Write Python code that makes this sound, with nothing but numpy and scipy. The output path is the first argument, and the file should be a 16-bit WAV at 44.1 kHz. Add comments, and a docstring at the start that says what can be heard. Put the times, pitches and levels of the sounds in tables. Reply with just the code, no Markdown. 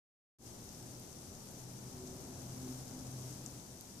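"""After a short silence, fine ice is heard falling on trees, ground and a parked car: countless impacts
merge into a hiss, coloured on the left by a microphone port resonance near 6 kHz. Far traffic rumbles.
From 0.7 s near pellets tick on the car. Around 2 s the traffic swells and a distant engine drones past,
its harmonics rising and fading in turn. The ice is heaviest near 3 s; the loudest pellet strikes at
3.5 s, and then ice, traffic and engine ease."""
import sys
import numpy as np
from scipy import signal
from scipy.fft import rfft, irfft
from scipy.io import wavfile

SR = 44100
rng = np.random.default_rng(int(sys.argv[2]) if len(sys.argv) > 2 else 0)


def int16_out(signal):
    """Quantize to a 16-bit WAV file."""
    q = np.round(np.clip(np.atleast_2d(signal).T, -1, 1) * 32767)
    wavfile.write(sys.argv[1], SR, q.astype(np.int16))


N = 176400

# Relative spectral density of the ice hiss: f/Hz, left level/dB, right level/dB
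ICE_SPECTRUM = [(900, -108, -106), (2100, -103, -101.5), (2780, -101.2, -102.5), (4200, -97.5, -99.6),
                (5370, -90.5, -100), (6100, -87.5, -100.5), (7100, -92, -99), (8130, -93.5, -99.5),
                (10070, -97, -99.5), (12000, -100.3, -100.3), (14000, -101.2, -102.5)]
# Strength of the icefall: t/s, gain/dB
ICE_STRENGTH = [(.5, -0.65), (1.4, -0.43), (2.2, 0), (2.7, 1.84), (3.05, 0.8), (3.3, 1.8), (3.7, -1.3),
                (4, -2)]
# Impacts on the car: t/s, left peak level/dB, right peak level/dB, centre f/Hz, bandwidth/octaves
PELLET_IMPACTS = [(0.691, -39, -54, 5800, .5), (.9987, -43, -42, 11800, 0.55),
                  (1.3513, -40, -54, 6500, 0.52), (1.509, -47, -47, 13000, .3),
                  (1.729, -47, -53.5, 12000, 0.45), (2.0733, -34, -46, 5400, 1.1),
                  (2.165, -46, -48, 11500, .5), (2.6284, -54, -46.5, 11500, .5),
                  (2.6463, -55.5, -46, 12000, .5), (2.739, -47, -50, 11800, .2),
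                  (2.8225, -41, -43, 8800, .8), (2.8795, -39, -52, 5900, .5), (2.9914, -36, -56, 6200, 1.0),
                  (3.0695, -38, -53, 6500, .7), (3.2613, -52, -44, 10500, .4), (3.327, -38, -52, 6800, .7),
                  (3.4618, -26, -41, 6540, 0.44), (3.488, -43, -53, 6200, .4), (3.598, -45, -54, 4440, .6),
                  (3.8104, -38.5, -32, 7600, 1.8)]
# Firing rate of the engine: t/s, f/Hz
FIRING_RATE = [(.5, 121), (1.0, 123), (1.7, 124.5), (2.05, 126), (2.6, 127.5), (3.1, 128), (3.5, 127.5),
               (4, 124)]
# Envelopes of exhaust harmonics 1 to 3, one list each: t/s, relative level/dB
HARMONIC_ENVELOPES = [
    [(.5, -63), (1.0, -56), (1.3, -72), (1.75, -52), (2.3, -66.5), (2.5, -46.5), (2.68, -54), (2.82, -50.5),
     (2.98, -63), (3.15, -45.5), (3.3, -48.5), (3.6, -61.5), (4, -62.5)],
    [(.5, -72), (1.8, -67.5), (2.03, -55.5), (2.2, -63.5), (2.35, -54.5), (2.45, -58), (2.72, -48),
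     (2.86, -65), (2.98, -46.5), (3.15, -59), (3.4, -67), (4, -73.5)],
    [(.5, -73), (1.8, -71.5), (1.98, -59), (2.15, -57), (2.4, -74), (2.68, -55.5), (2.85, -76.5), (4, -89)],
]
# Relative spectral density of the tyre roar: f/Hz, level/dB
TRAFFIC_SPECTRUM = [(15, -85), (30, -92), (55, -79), (110, -77.5), (200, -77.5), (300, -80), (480, -87),
                    (760, -88.5), (1100, -96.5), (1600, -101), (2400, -112), (5000, -135)]
# Swell of the traffic: t/s, gain/dB
TRAFFIC_SWELL = [(.5, -1), (1.35, -1), (2.0, .5), (2.2, 2), (2.65, 2), (3.1, 1.5), (3.45, 0), (3.7, -2.4),
                 (4, -3)]
# Likeness of the traffic in the two channels: f/Hz, correlation/1
TRAFFIC_CORRELATION = [(60, 0.88), (130, 0.93), (290, .84), (630, 0.44), (1000, .3), (1500, .02)]
# Leftward lean of the traffic: f/Hz, left minus right level/dB
TRAFFIC_BALANCE = [(60, 1.8), (200, 1), (400, 1.5), (700, 2.6), (1250, 6.4), (2200, 3)]
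# Faint tones of the electronics: f/Hz, left level/dB, right level/dB
WHINE_TONES = [(4000, -91, -85), (8000, -93, -86), (14000, -86, -83)]


def falling_ice():
    """Superposition: countless far impacts sum to Gaussian noise, while nearer ones stay distinct."""
    grains_per_s, spread_db = 2500, 3
    hz = np.fft.rfftfreq(N, 1 / SR)
    far_wash = rng.standard_normal((2, N))
    sizes = amp(spread_db * np.minimum(rng.exponential(1, (2, N)), 5))
    signs = rng.choice([-1, 1], (2, N))
    hits = rng.random((2, N)) < grains_per_s / SR
    near_grains = unit_rms(sizes * signs * hits)
    flurry_db = 0.35 * drift(rate_hz=13)
    impacts = amp(-1.4) * far_wash + amp(-5.5) * near_grains + amp(-12) * grain_patter()
    colour = amp([over_hz(ICE_SPECTRUM, hz, column) for column in (1, 2)]) * np.sqrt(SR / 2)
    return irfft(rfft(impacts) * colour, N) * amp(over_time(ICE_STRENGTH) + flurry_db)


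def grain_patter(pitches=24, grains_per_s=420, spread_db=2.5, decay_cycles=2.4):
    """Damped oscillation: middling grains land at random, each a short ping at one of many pitches."""
    t, out = np.arange(256) / SR, np.zeros((2, N))
    for hz in np.geomspace(4480, 13000, pitches):
        hits = rng.random((2, N)) < grains_per_s / pitches / SR
        sizes = amp(spread_db * np.minimum(rng.exponential(1, (2, N)), 4))
        age = t * hz / decay_cycles
        ping = hz * age * np.exp(-age) * np.sin(2 * np.pi * hz * t)
        out += signal.oaconvolve(hits * sizes, ping[None], axes=1)[:, :N]
    return unit_rms(out)


def pellets_on_car(scatter_s=0.0012, reflection_s=0.0015, reflection_db=-17):
    """Impulse response and reflection: each blow rings briefly and returns once off the car body."""
    t, out = np.arange(400) / SR, np.zeros((2, N))
    for start_s, left_db, right_db, hz, octaves in PELLET_IMPACTS:
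        scatter = 0.15 * rng.standard_normal((2, len(t))) * np.exp(-t / scatter_s)
        blow = (t == 0) + scatter
        edges_hz = np.minimum(hz * 2 ** (octaves * np.array([-.5, .5])), SR / 2 - 1)
        ring = signal.sosfilt(signal.butter(4, edges_hz, "band", fs=SR, output="sos"), blow)
        tick = amp([[left_db], [right_db]]) * ring / abs(ring).max(axis=1, keepdims=True)
        add(out, start_s, tick)
        add(out, start_s + reflection_s, amp(reflection_db) * tick)
    return out


def distant_engine(waver=0.00787, flutter_db=1.9, lean_db=1.3):
    """Harmonic series: periodic firing gives exhaust tones that flutter and fade on their long path."""
    firing_hz = over_time(FIRING_RATE) * (1 + waver * drift(rate_hz=14.17))
    cycles = np.cumsum(firing_hz) / SR
    drone = np.zeros(N)
    for harmonic, envelope in enumerate(HARMONIC_ENVELOPES, 1):
        gain = amp(over_time(envelope) + flutter_db * drift(rate_hz=22))
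        drone += gain * np.sin(2 * np.pi * (harmonic * cycles + rng.random()))
    return np.sqrt(2) * drone * amp([[lean_db / 2], [-lean_db / 2]])


def far_traffic():
    """Partial coherence: dull tyre roar, nearly mono in the bass, swells as a vehicle passes."""
    hz = np.fft.rfftfreq(N, 1 / SR)
    left, independent = rfft(rng.standard_normal((2, N)))
    correlation = over_hz(TRAFFIC_CORRELATION, hz)
    right = correlation * left + np.sqrt(1 - correlation ** 2) * independent
    lean_db = over_hz(TRAFFIC_BALANCE, hz)
    stereo = np.array([left * amp(lean_db / 2), right * amp(-lean_db / 2)])
    colour = amp(over_hz(TRAFFIC_SPECTRUM, hz)) * np.sqrt(SR / 2)
    return irfft(stereo * colour, N) * amp(over_time(TRAFFIC_SWELL))


def electronic_whine():
    """Pure tones: the electronics give off faint, steady sinusoids."""
    t = np.arange(N) / SR
    return sum(np.sqrt(2) * amp([[left_db], [right_db]]) * np.sin(2 * np.pi * hz * t)
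               for hz, left_db, right_db in WHINE_TONES)


def amp(db):
    """Decibel law: 20 dB is a tenfold amplitude."""
    return 10 ** (np.asarray(db) / 20)


def over_time(points):
    """Linear interpolation of (t/s, value) rows at every sample."""
    return np.interp(np.arange(N) / SR, *np.transpose(points))


def over_hz(points, hz, column=1):
    """Interpolation of one table column on a log-frequency axis."""
    table = np.transpose(points)
    return np.interp(np.log(hz + 1), np.log(table[0] + 1), table[column])


def unit_rms(x):
    """Normalisation to rms 1."""
    return x / np.sqrt(np.mean(x ** 2) + 1e-20)


def drift(rate_hz):
    """Low-pass filtering turns noise into a slow wander of rms 1."""
    hz = np.fft.rfftfreq(N, 1 / SR)
    return unit_rms(irfft(rfft(rng.standard_normal(N)) * np.exp(-(hz / rate_hz) ** 2), N))


def add(mix, start_s, sound):
    """Superposition of a stereo sound on the mix from start_s."""
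    part = mix[:, round(start_s * SR):][:, :sound.shape[1]]
    part += sound[:, :part.shape[1]]


def scene():
    """Sound pressures add: ice all around, traffic far behind."""
    return falling_ice() + pellets_on_car() + far_traffic() + distant_engine()


def record(dry):
    """Gating and band limiting: scene and whine fade in quickly after a silence and lose the top treble."""
    silence_s, fade_s, opening_gain, cutoff_hz = 0.386, 0.089, 0.089, 14520
    t = np.arange(N) / SR
    fade = (t > silence_s) * np.clip(opening_gain + (t - silence_s) / fade_s, 0, 1)
    lowpass = signal.firwin(511, cutoff_hz, window=("kaiser", 9), fs=SR)
    return signal.oaconvolve((dry + electronic_whine()) * fade, lowpass[None], "same")


dry = scene()
out = record(dry)
int16_out(out)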